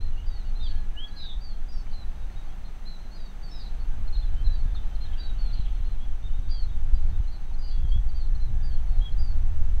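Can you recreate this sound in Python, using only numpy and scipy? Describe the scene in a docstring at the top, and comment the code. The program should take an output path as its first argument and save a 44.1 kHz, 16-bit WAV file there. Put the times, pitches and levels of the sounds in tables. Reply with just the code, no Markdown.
"""Gusts buffet the microphone while small birds peep, whistle, slur and tick over each other at a stony
river edge. Each call is a nearly pure, sliding tone from the syrinx, echoed by rocks and lightly
scattered by the open ground. A larger bird flutes far away, a distant flock chatters, and now and then
a drip rings a tiny bubble. Behind it all lie the hush of the valley and a thin band of insects."""
import sys
import numpy as np
from scipy import signal
from scipy.fft import rfft, irfft
from scipy.io import wavfile
from scipy.ndimage import uniform_filter1d, map_coordinates

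SR = 44100
rng = np.random.default_rng(int(sys.argv[2]) if len(sys.argv) > 2 else 0)


def unload_audio(sound):
    """Save the sound as a 16-bit wav file, at the path given as the first command line argument."""
    columns = np.transpose(np.atleast_2d(sound))
    # keep every value between -1 and 1, then stretch to whole-number steps
    steps = np.round(np.clip(columns, -1, 1) * 32767)
    wavfile.write(sys.argv[1], SR, steps.astype(np.int16))


N = 432180
T = np.arange(N) / SR
FREQS = np.arange(N // 2 + 1) * SR / N

# tone of the valley's hush: freq_hz, density_db
HUSH_SPECTRUM = [(40, -72), (180, -75), (300, -83.5), (480, -88.5), (620, -88), (810, -84), (1000, -91),
                 (1280, -90), (1850, -93.5), (2150, -95.5), (2550, -96.5), (4200, -101), (5200, -107),
                 (9000, -112.5), (15500, -116.5)]
# the hush swells and ebbs with the breeze: time_s, gain_db
BREEZE_RIDE = [(0, .2), (1.8, .3), (3.4, -.1), (4.8, .9), (6.5, -.5), (7.6, -.1), (8.9, .5), (9.8, -.7)]
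# insect shrill: centre_hz, width_hz, level_db
INSECT_BANDS = [(6125, 380, -73.5), (7790, 800, -80.5)]
# strength of the wind at the microphone: time_s, strength_db
GUST_RIDE = [(0.0, -22), (0.4, -26), (0.78, -20.4), (1.07, -31), (1.64, -25), (3.06, -32.5), (3.56, -31.0),
             (3.91, -22), (4.51, -19.5), (5.02, -25), (5.42, -22.5), (6.46, -22.5), (7.09, -18),
             (7.38, -26.5), (7.96, -16.5), (8.09, -19.5), (9.1, -18.5), (9.8, -16)]
# tone of the big eddies: freq_hz, relative_db
HEAVE_SPECTRUM = [(2, -20.5), (6, -5), (12, 4.5), (19, 4), (28, -5.5), (45, -10), (65, -28), (110, -43),
                  (600, -130)]
# tone of the small eddies: freq_hz, relative_db
FLUTTER_SPECTRUM = [(30, -7.5), (55, 7), (75, -0.5), (98, -5), (125, -12.5), (160, -21.5), (250, -31.5),
                    (500, -43), (6000, -110)]
# sharp eddies that thump the microphone: centre_s, width_s, peak_db
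WIND_THUMPS = [(4.658, 0.0034, -17), (5.598, 0.0032, -17.5), (6.394, 0.0058, -16), (6.939, 0.009, -6),
               (7.203, 0.005, -12.5), (7.852, 0.0036, -17.5), (7.962, 0.0047, -9), (9.451, 0.0037, -22)]
# the distant flock's rasp: time_s, level_db
CHATTER_RIDE = [(0, -71), (.6, -71), (1.6, -89), (3.2, -92), (4.3, -69), (4.95, -72), (5.12, -61),
                (5.35, -66), (5.6, -60.5), (6.1, -71.5), (7.4, -76), (8.2, -100), (9.8, -91)]
# peeps, a quick scoop up and a long droop: start_s, length_s, top_hz, level_db
PEEP_NOTES = [(.002, 0.095, 4240, -60), (0.261, 0.17, 4770, -59.5), (.29, .09, 3900, -71),
              (0.443, 0.084, 4570, -66), (0.548, 0.21, 4160, -59), (0.664, 0.08, 4550, -66),
              (.74, .09, 4290, -67), (1.404, .14, 4770, -55), (1.493, 0.11, 4430, -71),
              (1.68, .14, 4880, -59.5), (1.717, 0.11, 5510, -64), (1.91, 0.046, 4640, -62),
              (1.925, .12, 4170, -56.5), (2.296, .08, 4380, -70), (2.354, 0.099, 3850, -65),
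              (2.47, 0.074, 3310, -68), (2.643, .045, 4230, -62), (2.852, 0.13, 4140, -54),
              (2.869, 0.077, 4380, -59), (2.975, 0.12, 4250, -65), (3.105, 0.08, 4430, -60.5),
              (3.14, .14, 4880, -60.5), (3.17, 0.16, 3900, -65.5), (3.423, 0.083, 4670, -57.5),
              (3.502, 0.096, 5400, -62), (3.505, 0.13, 3900, -58), (3.784, .06, 4500, -63.5),
              (4.124, 0.086, 4280, -52), (4.16, 0.13, 4330, -61.5), (4.439, .13, 4120, -54),
              (4.522, 0.1, 4650, -61), (5.003, 0.06, 4230, -54), (5.175, 0.1, 4750, -53.5),
              (5.196, .125, 3970, -53), (5.381, .138, 4470, -55.5), (5.505, 0.13, 4310, -56.5),
              (5.526, 0.042, 4720, -55.5), (5.561, .1, 4500, -67), (5.838, 0.11, 4280, -64.5),
              (6.324, 0.079, 3760, -64.5), (6.487, 0.17, 4800, -51.5), (6.495, 0.085, 4270, -63),
              (6.67, 0.1, 3760, -66), (6.934, .07, 4800, -67), (7.117, .06, 3700, -67),
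              (7.265, .11, 4240, -63), (7.587, .16, 4830, -59.5), (7.595, 0.19, 4320, -65.5),
              (7.639, .13, 4850, -57.5), (7.699, 0.21, 3390, -64), (7.882, 0.054, 4580, -63.5),
              (8.139, .1, 4690, -58.5), (8.2, 0.084, 4240, -63), (8.393, 0.069, 4180, -60.5),
              (8.626, 0.14, 4780, -60), (8.7, 0.11, 3300, -67), (8.871, 0.2, 4430, -67.5),
              (9.175, 0.16, 4860, -56.5)]
# how fast a peep droops, low ones holding almost level: top_hz, sag_hz_per_s
PEEP_SAG = [(3300, 800), (4150, 1900), (4500, 4100), (4750, 4800), (4900, 3200), (5560, 2900)]
# far fluted notes and coos: start_s, length_s, pitch_hz, glide_hz, level_db
FLUTE_NOTES = [(0.025, 0.16, 1890, 84, -72), (.269, .17, 1960, -60, -70), (0.685, 0.19, 1680, 24, -61),
               (0.933, 0.19, 1692, -30, -61.5), (1.122, 0.15, 1645, -76, -62),
               (3.898, 0.066, 1558, -50, -65), (4.22, 0.21, 1650, 40, -69), (4.44, 0.12, 1675, 94, -64),
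               (4.636, 0.075, 1650, -100, -63.5), (5.027, .2, 1712, -8, -66),
               (5.154, 0.205, 1552, -71, -66), (5.398, 0.17, 1416, -100, -66), (8.297, .14, 1742, 8, -71),
               (8.522, .27, 1683, 6, -65), (8.889, 0.12, 751, 3, -60.5), (9.12, 0.27, 810, -19, -64.5)]
# rising, arching whistles: start_s, length_s, top_hz, rise_hz, crest_fraction, relative_db
WHISTLE_NOTES = [(0.164, .065, 2930, 320, 0.56, -59.5), (.44, 0.057, 2910, 200, .5, -67),
                 (0.755, 0.043, 3350, 350, 0.92, -65), (0.959, 0.11, 3350, 625, 1, -43.5),
                 (1.1, 0.091, 4070, 160, 0.55, -62), (1.143, 0.15, 4980, 450, 0.4, -62.5),
                 (4.335, 0.11, 3130, 160, 1, -63), (5.996, 0.067, 3350, 170, .95, -60.5),
                 (6.222, .064, 3670, 220, 0.52, -59), (6.486, 0.13, 3360, 120, 0.37, -61.5),
                 (7.907, 0.087, 3367, 200, 0.88, -52), (9.006, 0.094, 3330, 192, 0.5, -49)]
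# raspy down-slurs; a bend over 1 drops late:
# start_s, length_s, start_hz, end_hz, bend, relative_db, swell_db, buzz_hz
SLUR_NOTES = [(.592, .092, 3680, 2880, 4, -48, 1, 15), (.622, .116, 4980, 4230, .6, -54, 1, 150),
              (1.155, .21, 4400, 3500, .55, -45, -3, 190), (3.485, .19, 5320, 4020, 2.3, -55, 0, 130),
              (3.58, .13, 4250, 4020, 1, -59, 0, 260), (4.752, .046, 3850, 3480, .6, -53, -5, 150),
              (7.31, .08, 4630, 3840, 1.5, -61, 0, 60)]
# ticks, each a tiny arch of pitch: start_s, top_hz, level_db
TICK_NOTES = [(1.076, 4570, -59), (3.435, 4700, -60), (3.662, 4020, -54), (4.074, 4300, -56),
              (4.152, 3850, -52.5), (4.222, 3580, -57), (4.464, 3920, -53), (4.746, 4250, -55),
              (4.948, 4190, -58), (5.054, 3730, -57), (5.13, 3230, -57), (5.17, 2880, -61),
              (5.651, 3280, -57.5), (7.536, 4310, -62), (8.088, 4620, -59), (8.348, 4240, -58),
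              (9.12, 4250, -60)]
# drips where a wading bird picks at the water: start_s, bubble_hz, peak_db
DRIP_BUBBLES = [(1.202, 2350, -48), (1.868, 2270, -47), (2.299, 1840, -46), (4.751, 1270, -40.5),
                (7.067, 2350, -48), (7.514, 890, -43)]


def undb(db):
    """Decibels to gain."""
    return 10 ** (np.asarray(db) / 20)


def unit(x):
    """Scale to rms 1."""
    return x / np.sqrt(np.mean(x ** 2))


def add(out, start, sound):
    """Mix a sound in at its start time."""
    i = max(int(start * SR), 0)
    out[i:i + len(sound)] += sound[:N - i]


def ride(points):
    """A fader move in dB through (time_s, db) points."""
    return np.interp(T, *np.transpose(points))


def noise(gain):
    """Noise with the given gain at each frequency."""
    return irfft(rfft(rng.standard_normal(N)) * gain, N)


def colour(points):
    """An EQ curve through (freq_hz, db) points."""
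    hz, db = np.transpose(points)
    return undb(np.interp(np.log(FREQS + 1e-9), np.log(hz), db))


def band(hz, width_hz):
    """A bell-shaped band of noise, rms 1."""
    return unit(noise(np.exp(-((FREQS - hz) / width_hz) ** 2)))


def drift(rate_hz, size=N):
    """Smooth random modulation with a spread near 1."""
    at = np.arange(size) * rate_hz / SR
    return map_coordinates(rng.standard_normal(int(at[-1]) + 2), [at], order=2, mode="nearest")


def progress(length_s):
    """Runs from 0 to 1 over a note."""
    return np.linspace(0, 1, int(length_s * SR))


def arch(length_s, top_hz, rise_hz, crest):
    """A pitch arc that tops out at the crest, a fraction of the way through the note."""
    return top_hz - rise_hz * (progress(length_s) / crest - 1) ** 2


def valley(sway_db=0.75):
    """The bed: a hush swaying with the breeze, and insects shrilling steadily in the grass."""
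    breeze_db = ride(BREEZE_RIDE) + sway_db * drift(1.33)
    hush = noise(colour(HUSH_SPECTRUM) * np.sqrt(SR / 2)) * undb(breeze_db)
    insects = sum(band(hz, width_hz) * undb(db + 0.83 * drift(25)) for hz, width_hz, db in INSECT_BANDS)
    return hush + insects


def eddies(spectrum, steady_s):
    """Turbulent pressure, levelled over steady_s and ready for the gusts to shape."""
    turbulence = noise(colour(spectrum))
    return turbulence / np.sqrt(uniform_filter1d(turbulence ** 2, int(steady_s * SR)))


def wind(heave_trim_db=0.5, flutter_db=-34.5, flutter_growth=1.58, reference_gust_db=-20, puff_db=2):
    """Big eddies heave the diaphragm, small ones flutter in short puffs, a few hit as single thumps."""
    gust_db = ride(GUST_RIDE)
    heave = eddies(HEAVE_SPECTRUM, steady_s=0.232) * undb(gust_db + heave_trim_db)
    surge_db = flutter_growth * (gust_db - reference_gust_db)  # flutter grows faster than the wind
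    flutter = eddies(FLUTTER_SPECTRUM, steady_s=.15) * undb(flutter_db + surge_db + puff_db * drift(16))
    # each thump is the low-pressure core of a passing vortex
    thumps = sum(undb(db) / (1 + ((T - when) / width) ** 2) ** 2 for when, width, db in WIND_THUMPS)
    return heave + flutter - thumps


def syrinx(hz, db, edge_s, swell_db=0, buzz_hz=0, buzz_rate_hz=195, waver_hz=16, shimmer_db=2.0):
    """One nearly pure note along a pitch path; a fast tremor of the membrane makes it buzz."""
    n = len(hz)
    t = np.arange(n) / SR
    tremor_hz = buzz_rate_hz * (1 + 0.21 * drift(119, n))
    tremor = np.sin(2 * np.pi * np.cumsum(tremor_hz) / SR)
    pitch = hz + buzz_hz * tremor + waver_hz * drift(155.6, n)
    gate = np.sin(np.pi / 2 * np.clip(np.minimum(t, t[-1] - t) / edge_s, 0, 1))
    ramp_db = 2 * swell_db * t / t[-1]  # moves by swell_db in each half of the note
    envelope = gate * undb(ramp_db + shimmer_db * drift(64.4, n))
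    return undb(db) * unit(envelope * np.sin(2 * np.pi * np.cumsum(pitch) / SR))


def flock(count=70, until_s=9.3, peep_db=-72, spread_db=1.5, air_loss_db=4, low_hz=2800, range_hz=1800):
    """Birds further off: soft drooping peeps at random, and a rasp that comes and goes."""
    calls = np.zeros(N)
    for when, height, span, strength in rng.random((count, 4)):
        hz = arch(0.0497 + 0.0803 * span, low_hz + range_hz * height, rise_hz=55, crest=0.38)
        db = peep_db + spread_db * (2 * strength - 1)
        db -= air_loss_db * (height - .5)  # high calls carry less far
        add(calls, when * until_s, syrinx(hz, db, edge_s=.025, waver_hz=30, shimmer_db=3.5))
    rasp = band(3140, width_hz=960) * undb(1.8 * drift(70))
    return calls + rasp * undb(ride(CHATTER_RIDE))


def perch(out, start, note, echo_db, nearest_s=.012, furthest_s=0.056, count=2):
    """Add a call and its echoes off nearby rocks; as the pitch slides, they beat against it."""
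    add(out, start, note)
    for lag in rng.uniform(nearest_s, furthest_s, count):
        add(out, start + lag, undb(echo_db) * note)


def peeps(droop_curve=1.6, scoop_hz=458, scoop_s=0.00593, edge_s=.015, swell_db=-2):
    """Thin contact calls: the pitch leaps up, then sags ever faster; each leap and fade is different."""
    out = np.zeros(N)
    variations = .5 + rng.random((len(PEEP_NOTES), 2))
    for (start, length, top_hz, db), (leap, fade) in zip(PEEP_NOTES, variations):
        t = np.arange(int(length * SR)) / SR
        sag_hz = np.interp(top_hz, *np.transpose(PEEP_SAG)) * length
        droop = sag_hz * (t / length) ** droop_curve
        scoop = leap * scoop_hz * np.exp(-t / (leap * scoop_s))
        note = syrinx(top_hz - droop - scoop, db, leap * edge_s, fade * swell_db,
                      buzz_hz=30, waver_hz=27, shimmer_db=2.5)
        perch(out, start, note, echo_db=-15.5, nearest_s=.008, furthest_s=.035, count=3)
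    return out


def flutes():
    """A larger bird far away: slow, low, soft-edged notes that glide a little."""
    out = np.zeros(N)
    for start, length, pitch_hz, glide_hz, db in FLUTE_NOTES:
        hz = pitch_hz + glide_hz * (progress(length) - .5)
        add(out, start, syrinx(hz, db, edge_s=0.025, waver_hz=7.4))
    return out


def whistles(trim_db=0.8, edge_fraction=0.27):
    """Clear, arching whistles that swell as they go."""
    out = np.zeros(N)
    for start, length, top_hz, rise_hz, crest, db in WHISTLE_NOTES:
        hz = arch(length, top_hz, rise_hz, crest)
        note = syrinx(hz, db + trim_db, edge_fraction * length, swell_db=1.5)
        perch(out, start, note, echo_db=-27)
    return out


def slurs(trim_db=-0.9, edge_fraction=0.33, opening_buzz=0.58):
    """Down-slurs that turn buzzier as they fall."""
    out = np.zeros(N)
    for start, length, start_hz, end_hz, bend, db, swell_db, buzz_hz in SLUR_NOTES:
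        along = progress(length)
        hz = start_hz + (end_hz - start_hz) * along ** bend
        buzz = buzz_hz * (opening_buzz + (1 - opening_buzz) * along)
        note = syrinx(hz, db + trim_db, edge_fraction * length, swell_db, buzz, waver_hz=30.4)
        perch(out, start, note, echo_db=-16)
    return out


def ticks(length_s=0.0214):
    """Very short chips among the longer calls."""
    out = np.zeros(N)
    for start, top_hz, db in TICK_NOTES:
        hz = arch(length_s, top_hz, rise_hz=168, crest=0.4)
        note = syrinx(hz, db, edge_s=.006, swell_db=-2, waver_hz=35)
        perch(out, start, note, echo_db=-24)
    return out


def drips(ring_s=0.0098, rise_fraction=0.039, decay_db=30):
    """Each drip traps a tiny bubble that rings briefly and rises in pitch."""
    out, age = np.zeros(N), progress(ring_s)
    for start, hz, db in DRIP_BUBBLES:
        cycles = hz * ring_s * (age + rise_fraction * age ** 2 / 2)
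        add(out, start, np.sin(2 * np.pi * cycles) * undb(db - decay_db * age))
    return out


def scatter(send, t60_s=0.32, build_s=0.0058):
    """Stones, banks and trees return a thin, diffuse tail."""
    t = T[:SR]
    tail = rng.standard_normal(SR) * undb(-60 * t / t60_s) * (1 - np.exp(-t / build_s))
    return signal.fftconvolve(send, tail / np.sqrt(np.sum(tail ** 2)))[:N]


def scene(near_send_db=-12.5, far_send_db=-11):
    """The mono mix: birds and drips over valley and wind, the far birds a little more scattered."""
    near = peeps() + whistles() + slurs() + ticks() + drips()
    far = flutes() + flock()
    reverb = scatter(undb(near_send_db) * near + undb(far_send_db) * far)
    return (near + far + reverb + valley() + wind())[None]


def record(dry, fade_s=.01, top_hz=15720):
    """A quick fade at each end and a steep cut of the highest treble."""
    fade = np.sin(np.pi / 2 * np.clip(np.minimum(T, T[-1] - T) / fade_s, 0, 1)) ** 2
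    high_cut = signal.ellip(12, .1, 90, top_hz, fs=SR, output="sos")
    return signal.sosfilt(high_cut, dry * fade)


dry = scene()
out = record(dry)
unload_audio(out)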